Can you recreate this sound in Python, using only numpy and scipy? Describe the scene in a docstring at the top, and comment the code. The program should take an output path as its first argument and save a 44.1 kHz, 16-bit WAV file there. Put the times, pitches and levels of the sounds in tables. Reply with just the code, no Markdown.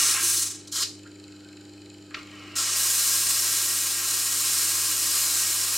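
"""Sanding a hardwood block

A small homemade disc sander runs on a workbench: its motor hums and its wooden case rumbles, both made from
sines and shaped noise that follow the load. The disc scuffs once a turn. Thousands of random grit strikes make
the sanding: the block is pressed on, eased off, touched on briefly, turned in the fingers, set down on the rest,
slid forward and pressed on for a long pass. A small room answers; the microphones are close together."""
import sys
import numpy as np
from scipy import signal
from scipy.fft import rfft, irfft, next_fast_len
from scipy.io import wavfile
from scipy.ndimage import map_coordinates

SR = 44100
rng = np.random.default_rng(int(sys.argv[2]) if len(sys.argv) > 2 else 0)


def waveform_to_disk(signal):
    """Save audio, clipped to [-1, 1], as 16-bit WAV at the path in sys.argv[1]."""
    frames = np.transpose(np.atleast_2d(signal))
    scaled = np.clip(frames, -1, 1) * 32767
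    samples = np.round(scaled).astype(np.int16)
    wavfile.write(sys.argv[1], SR, samples)


N = 254456

MAINS_HZ = 50
FREE_TURNS = 24.22  # turns per second without load
MARK_S = 1.2402  # a moment when the disc passes its zero mark


def amp(db):
    """Turn decibels into a gain."""
    return 10 ** (np.asarray(db) / 20)


def unit(x):
    """Scale a sound to rms 1."""
    return x / np.sqrt(np.mean(x ** 2) + 1e-20)


def clock():
    """Give the time of every sample in seconds."""
    return np.arange(N) / SR


def along(points, hz):
    """Read a curve of (frequency, value) points, joined by lines on a log frequency axis."""
    f, v = np.transpose(points)
    return np.interp(np.log(hz + 1), np.log(f + 1), v)


def wobble(rate):
    """Draw a smooth random curve through `rate` random points a second."""
    knots = rng.standard_normal(int(N * rate / SR) + 4)
    return map_coordinates(knots, [clock() * rate])


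def filtered(x, response):
    """Multiply the spectrum of x by a response, with spare length so the end does not wrap round."""
    m = next_fast_len(N + SR // 2)
    hz = np.fft.rfftfreq(m, 1 / SR)
    return irfft(rfft(x, m) * response(hz), m)[..., :N]


def lift(hz, modes):
    """Add up the decibels of bell-shaped resonances."""
    return sum(db / (1 + (2 * (hz - centre) / width) ** 2) for centre, width, db in modes)


def body(hz, spectrum, modes):
    """Gain of a broad spectrum with resonances standing on it."""
    return amp(along(spectrum, hz) + lift(hz, modes))


def band(hz, centre, width):
    """One resonance that rings only after it is struck."""
    return 1j * hz * width / (centre ** 2 - hz ** 2 + 1j * hz * width)


def above(hz, edge_hz, order=8):
    """Share of each frequency that lies above a soft edge."""
    return hz ** order / (hz ** order + edge_hz ** order)


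def noise(response):
    """Coloured noise of rms 1."""
    return unit(filtered(rng.standard_normal(N), response))


def slip_beat(turns):
    """Phase by which the four-pole rotor falls behind its magnetic field: slow when free, fast under load."""
    return 2 * np.pi * (2 * MAINS_HZ * clock() - 4 * turns)


def stroke(start, end, attack, release):
    """One hand movement: a gain that rises on landing, and a fall in dB that gathers speed on leaving."""
    t = clock()
    landing = 1 - np.exp(-np.maximum(t - start, 0) / attack)
    leaving_db = -10 * (np.maximum(t - end, 0) / release) ** 1.7  # 10 dB down after one release time
    return landing, leaving_db


# Magnetic hum: (multiple of the mains frequency, free-running level [dB], fully loaded level [dB])
HUM_TONES = [(2, -56, -53), (4, -59.5, -70), (6, -48.5, -58.5), (8, -61.5, -66), (10, -70, -69.5),
             (16, -74.5, -97)]


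def motor(load, turns, waver_db=0.8, throb_db=0.8, throb_drift=.2):
    """Mains hum whose overtones shift with load; the slipping rotor makes it throb."""
    t, hum = clock(), np.zeros(N)
    for multiple, free_db, loaded_db in HUM_TONES:
        phase = 2 * np.pi * (round(multiple) * MAINS_HZ * t + rng.random())
        level_db = free_db + (loaded_db - free_db) * load + waver_db * wobble(5.23)
        hum += amp(level_db) * np.sin(phase)
    depth_db = throb_db * load * (-1.0 + throb_drift * wobble(2.5))
    return np.sqrt(2) * hum * amp(depth_db * np.cos(slip_beat(turns)))


# Colour of the wooden case's rumble: (frequency [Hz], relative level [dB per Hz])
CASE_RUMBLE = [(20, -22), (70, -13), (110, -10.5), (165, -6.5), (225, -13), (270, -6.5), (350, 3),
               (430, -10), (600, -15), (900, -60), (2000, -70)]


def rumble(load, free_db=-55, loaded_db=-53):
    """The wooden case rumbles as low noise, a little louder under load."""
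    level_db = free_db + (loaded_db - free_db) * load
    return noise(lambda hz: amp(along(CASE_RUMBLE, hz))) * amp(level_db)


# Colour of the shaft and fan running free: (frequency [Hz], relative level [dB per Hz])
SHAFT_WHIRR = [(600, 0.5), (1100, -9), (2000, -9), (3500, -10.5), (4300, -3), (5200, -6), (6100, -14),
               (7500, -7), (8600, -14.5), (10000, -19.5), (15500, -29)]
# Resonances of the motor frame: (frequency [Hz], width [Hz], lift [dB])
MOTOR_FRAME = [(819, 19, 9), (1288, 61, 11.5), (1590, 240, 7.5), (2220, 32, 10), (2530, 125, 10),
               (2990, 36, 11.5), (3096, 90, 12), (4020, 97, 7.5), (7100, 93, 10)]
# Quick run of rubs in each turn's scuff:
# (time after the turn's mark at free speed [s], length [s], centre [Hz], width [Hz], level before the swell [dB])
SCUFF_RUBS = [(-.0027, 0.00072, 11500, 2000, -63.5), (.0002, 0.0014, 7100, 2000, -52.5),
              (.0012, 0.0017, 4300, 1500, -50.5), (.0045, 0.0017, 2380, 716, -53.5)]


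def shaft(turns, whirr_db=-57.0, fresh_db=0, swell_db=2.5, swell_phase=0.67):
    """A rough track repeats each turn, mixed with fresh noise: a whirr in the frame plus a short scuff."""
    track = rng.standard_normal(round(SR / FREE_TURNS))
    place = (turns % 1 * len(track)).astype(int) % len(track)
    rough = track[place] + amp(fresh_db) * rng.standard_normal(N)
    rub = unit(filtered(rough, lambda hz: body(hz, SHAFT_WHIRR, MOTOR_FRAME) * above(hz, 506)))
    # the magnetic pull swells and eases
    strength = amp(swell_db * np.cos(slip_beat(turns) - swell_phase))
    out = amp(whirr_db) * rub
    for delay, length, centre, width, db in SCUFF_RUBS:
        since = ((turns - delay * FREE_TURNS + .5) % 1 - .5) / FREE_TURNS
        pulse = np.exp(-.5 * (since / length) ** 2)
        scuff = unit(filtered(rub, lambda hz: band(hz, centre, 2 * width) ** 2))
        out += amp(db) * strength * pulse * scuff
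    return out


# The block tips from its edge onto a face:
# (time [s], brief hiss change just before [dB], chatter change once settled [dB], fizz change once flat [dB])
BLOCK_TIPS = [(0.21, -8.5, -14, 3.5), (0.824, -1, 0, 1), (2.755, 1.2, -1.1, 7)]


def tipping(start, end, tip_s=0.013, lead_s=.028, dip_s=0.025, settle_s=0.23, rocking_chatter=.3):
    """Rocking over briefly changes the block's bite; lying on a new face changes its chatter and fizz."""
    t, change = clock(), np.zeros((3, N))  # rows: hiss, chatter, fizz in dB
    for s, dip_db, chatter_db, fizz_db in BLOCK_TIPS:
        if start < s < end:
            dip = dip_db * np.exp(-.5 * ((t - s + lead_s) / dip_s) ** 2)
            flat = .5 + .5 * np.tanh((t - s) / tip_s)
            settled = 1 - np.exp(-np.maximum(t - s + lead_s, 0) / settle_s)
            change += [dip, chatter_db * settled - rocking_chatter * dip, dip / 2 + fizz_db * flat]
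    return change


# The block meets the disc: (start [s], end [s], attack [s], release [s], hiss against the hand's pressure [dB],
# chatter against hiss [dB], fizz of the finest grit against hiss [dB], name of the grip)
DISC_PASSES = [(-.05, 0.369, .005, 0.13, 0, -8, -5.5, "first"),
               (0.672, 0.677, .002, 0.0093, -16, -24, -16, "touch"),
               (0.714, 0.833, .03, .008, 1, -13.5, -12, "touch"),
               (2.554, 5.8, .006, .02, 0, -11, -9.5, "last")]
# How hard the hand presses: (time [s], hiss level before each pass's own changes [dB])
HAND_PRESSURE = [(0.051, -21), (0.33, -25), (2.59, -24.5), (2.67, -28.0), (2.82, -25.0), (3.08, -24.5),
                 (3.9, -27.5), (4.02, -29.5), (4.1, -26.5), (4.28, -28), (4.55, -25), (4.9, -27),
                 (5.201, -25), (5.5, -27.0), (5.75, -27.5)]


def contact(usual_db=-25.5, chatter_grows=.35, chatter_fades=0.68, chatter_wander_db=.45,
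            fizz_fades=1.9, chatter_builds=1.6, light_touch=1.8):
    """Each pass's hiss, chatter and fizz gains and firmness 0-1; chatter answers pressure least."""
    lean_db = np.interp(clock(), *np.transpose(HAND_PRESSURE)) - usual_db
    passes = []
    for start, end, attack, release, db, chatter_db, fizz_db, grip in DISC_PASSES:
        landing, leaving_db = stroke(start, end, attack, release)
        hiss_change = lean_db + leaving_db
        # the block never sits quite still on the rest
        chatter_change = chatter_db + chatter_grows * lean_db + chatter_fades * leaving_db
        chatter_change = chatter_change + chatter_wander_db * wobble(7)
        fizz_change = fizz_db + lean_db + fizz_fades * leaving_db
        levels = np.array([hiss_change, chatter_change, fizz_change])
        hiss, chatter, fizz = amp(usual_db + db + levels + tipping(start, end))
        firm = landing * amp(light_touch * leaving_db)  # contact turns loose as the hand lets go
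        # chatter is slow to build on landing
        passes.append([landing * hiss, landing ** chatter_builds * chatter, landing * fizz, firm])
    return np.array(passes)


# Colour of grit cutting wood: (frequency [Hz], relative level [dB per Hz])
GRIT_COLOUR = [(420, -24), (700, -23), (950, -21.5), (1100, -19), (2000, -22.5), (3300, -7.5), (4500, -7.5),
               (7500, 0.0), (9000, -1.5), (10500, -7), (13000, -10), (15500, -18.5)]
# Resonances of the wood: (frequency [Hz], width [Hz], lift [dB])
WOOD_MODES = [(507, 12, 4.4), (613, 28, 5), (778, 30, 5.7), (1068, 82, 11.4), (1177, 43, 8.7),
              (1314, 150, 7.2), (1396, 85, 7.1), (1562, 55, 6.7), (1631, 74, 15.2), (1881, 140, 13),
              (2223, 355, 9.15), (2507, 110, 7.3), (2706, 27, 10.7), (2904, 123, 8.5), (4007, 82, 5.6),
              (4270, 480, 3.4), (4760, 40, 4.4), (5110, 145, 2.9), (5527, 45, 6.8), (5540, 49, 3.2),
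              (9000, 55, 2.8)]
# Each grip and edge of the block colours its pass: grip name: (frequency [Hz], width [Hz], lift [dB])
GRIP_COLOURS = {"first": [(333, 46, 15), (550, 210, -7.5), (2140, 520, 0.5), (4600, 970, -1),
                (6150, 84, 9.5), (8230, 130, 0), (10000, 1100, 2.5), (13400, 3300, -7.5)],
                "touch": [(1370, 660, 6.5), (2620, 410, -7), (3200, 110, 11), (4230, 400, 5.5),
                (5040, 82, 9), (6800, 200, 4), (8200, 1200, -3.5), (11000, 1200, 4)],
                "last": [(5050, 61, 6), (6050, 40, 3), (7100, 100, 3), (7900, 50, 0), (8560, 75, 5)]}


def split_bands(hz):
    """Share the cutting sound out into hiss (middle), chatter (low) and fizz (high)."""
    return np.array([above(hz, 3350) - above(hz, 8740), 1 - above(hz, 2965), above(hz, 10000)])


def sanding(passes, turns, grains_per_s=90000, light_sway_db=5, firm_sway_db=0.3, high_spot=0.68,
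            flutter_db=0.54):
    """Thousands of grit points strike the wood; the disc's high spot bites once a turn, most when light."""
    strikes = np.sqrt(rng.poisson(grains_per_s / SR, N)) * rng.standard_normal(N)
    cut = filtered(strikes, lambda hz: body(hz, GRIT_COLOUR, WOOD_MODES) * above(hz, 226))
    bands = {}
    for grip, modes in GRIP_COLOURS.items():
        bands[grip] = filtered(cut, lambda hz: amp(lift(hz, modes)) * split_bands(hz))
    bite = np.cos(2 * np.pi * (turns - high_spot))
    out = np.zeros(N)
    for (*gains, firm), (*_, grip) in zip(passes, DISC_PASSES):
        sway = amp((light_sway_db * (1 - firm) + firm_sway_db * firm) * bite)
        for trim_db, gain, part in zip((-1.5, -1, -2), gains, bands[grip]):
            out += sway * amp(trim_db) * gain * unit(part)
    return out * amp(flutter_db * wobble(70))


# How long the room rings: (frequency [Hz], time to fall 60 dB [s])
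ROOM_DECAY = [(200, 1), (1500, 0.21), (4200, 0.32), (8000, 0.35), (15000, 0.18)]


def room(x):
    """A diffuse answer, 4 ms late, in which each frequency dies at its own speed."""
    hz, t, z = signal.stft(rng.standard_normal(SR // 2), SR, nperseg=256)
    fading = z * amp(-60 * t / along(ROOM_DECAY, hz)[:, None])
    tail = signal.istft(fading, SR, nperseg=256)[1]
    answer = np.pad(tail, (SR // 250, 0)) / np.linalg.norm(tail)
    return signal.fftconvolve(x, answer)[:N]


# Knocks of the block: (time [s], level [dB], centre [Hz], width [Hz], time to fall 60 dB [s])
BLOCK_KNOCKS = [(0.823, -22, 5400, 2100, 0.13), (1.052, -48, 1370, 153, 0.14),
                (1.064, -45, 1560, 200, 0.057), (2.108, -44, 1290, 500, 0.085),
                (2.143, -22.5, 2540, 2980, 0.042), (2.147, -37, 1260, 300, 0.07)]


def handling(soft_hz=6000):
    """Short dying bursts: the block catches the disc, shifts in the fingers and taps down on the rest."""
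    t, out = clock(), np.zeros(N)
    # the wood's resonances at half their lift
    wood = noise(lambda hz: amp(lift(hz, WOOD_MODES) / 2) * above(hz, 1180) * (1 - above(hz, soft_hz)))
    for s, db, centre, width, t60 in BLOCK_KNOCKS:
        age = np.maximum(t - s, 0)
        envelope = amp(db - 60 * age / t60) * (1 - np.exp(-age / 0.0014))
        out += envelope * unit(filtered(wood, lambda hz: band(hz, centre, 2 * width) ** 2))
    return out


# Colour of the block rubbing: (frequency [Hz], relative level [dB per Hz])
RUB_COLOUR = [(600, -4), (1000, -8), (1300, -1), (1700, -14), (2200, -2), (2950, -1), (3400, -5),
              (6000, -9.5), (12000, -27)]
# The block rubs on fingers or rest: (start [s], end [s], attack [s], release [s], scrape level [dB],
# ring level [dB], ring pitch at the start [Hz], glide of the ring [Hz per s])
BLOCK_RUBS = [(1.2, 1.55, .06, 0.12, -78, -64, 1400, 350),
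              (2.135, 2.178, 0.0099, 0.055, -43, -54, 1193, -500),
              (2.24, 2.58, 0.047, 0.014, -47.5, -55, 3200, -1400),
              (2.553, 2.613, .006, 0.017, -53, -42, 1370, -500)]


def rubbing(ring_width_hz=110):
    """The block turns in the fingers, scrapes as it lands and slides; each rub has a narrow gliding ring."""
    t, out = clock(), np.zeros(N)
    scrape = noise(lambda hz: body(hz, RUB_COLOUR, WOOD_MODES))
    waver = noise(lambda hz: 1 - above(hz, ring_width_hz, order=4))
    for start, end, attack, release, db, ring_db, ring_hz, glide in BLOCK_RUBS:
        landing, leaving_db = stroke(start, end, attack, release)
        pitch = ring_hz + glide * (np.clip(t, start, end) - start)
        ring = np.sqrt(2) * waver * np.sin(2 * np.pi * np.cumsum(pitch) / SR)
        out += landing * amp(leaving_db) * (amp(db) * scrape + amp(ring_db) * ring)
    return out


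# How much the diffuse room sound differs between left and right: (frequency [Hz], level [dB])
STEREO_WIDTH = [(100, -18), (700, -7), (1300, -10), (2400, -17), (8000, -10), (15000, -26)]


def scene(full_load_db=-28, slip=1.7, unsteady=.12, lag_s=.025, room_db=-8.0, sanding_side_db=-4,
          rumble_side_db=-13):
    """Pressing loads the motor and slows the disc; room sound and some case rumble differ left to right."""
    passes = contact()
    pressure = np.clip(passes[:, 0].sum(axis=0) / amp(full_load_db), 0, 1)
    follow = np.exp(-1 / (lag_s * SR))  # the rotor's inertia
    load = signal.lfilter([1 - follow], [1, -follow], pressure, zi=pressure[:1])[0]
    # slip is in turns per second at full load; the hand never presses quite evenly
    speed = FREE_TURNS - slip * load * (1 + unsteady * wobble(4))
    turns = np.cumsum(speed) / SR
    turns -= turns[round(MARK_S * SR)]
    hiss = sanding(passes, turns)
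    small_sounds = shaft(turns) + handling() + rubbing()
    work = hiss + small_sounds
    mid = work + amp(room_db) * room(work) + motor(load, turns) + rumble(load)
    diffuse = room(amp(sanding_side_db) * hiss + small_sounds)
    side = filtered(diffuse, lambda hz: amp(along(STEREO_WIDTH, hz)))
    side += amp(rumble_side_db) * rumble(load)
    return np.array([mid + side, mid - side])


def record(dry, top_hz=15900):
    """Cut the treble steeply above the top frequency."""
    return filtered(dry, lambda hz: .5 - .5 * np.tanh((hz - top_hz) / 80))


dry = scene()
out = record(dry)
waveform_to_disk(out)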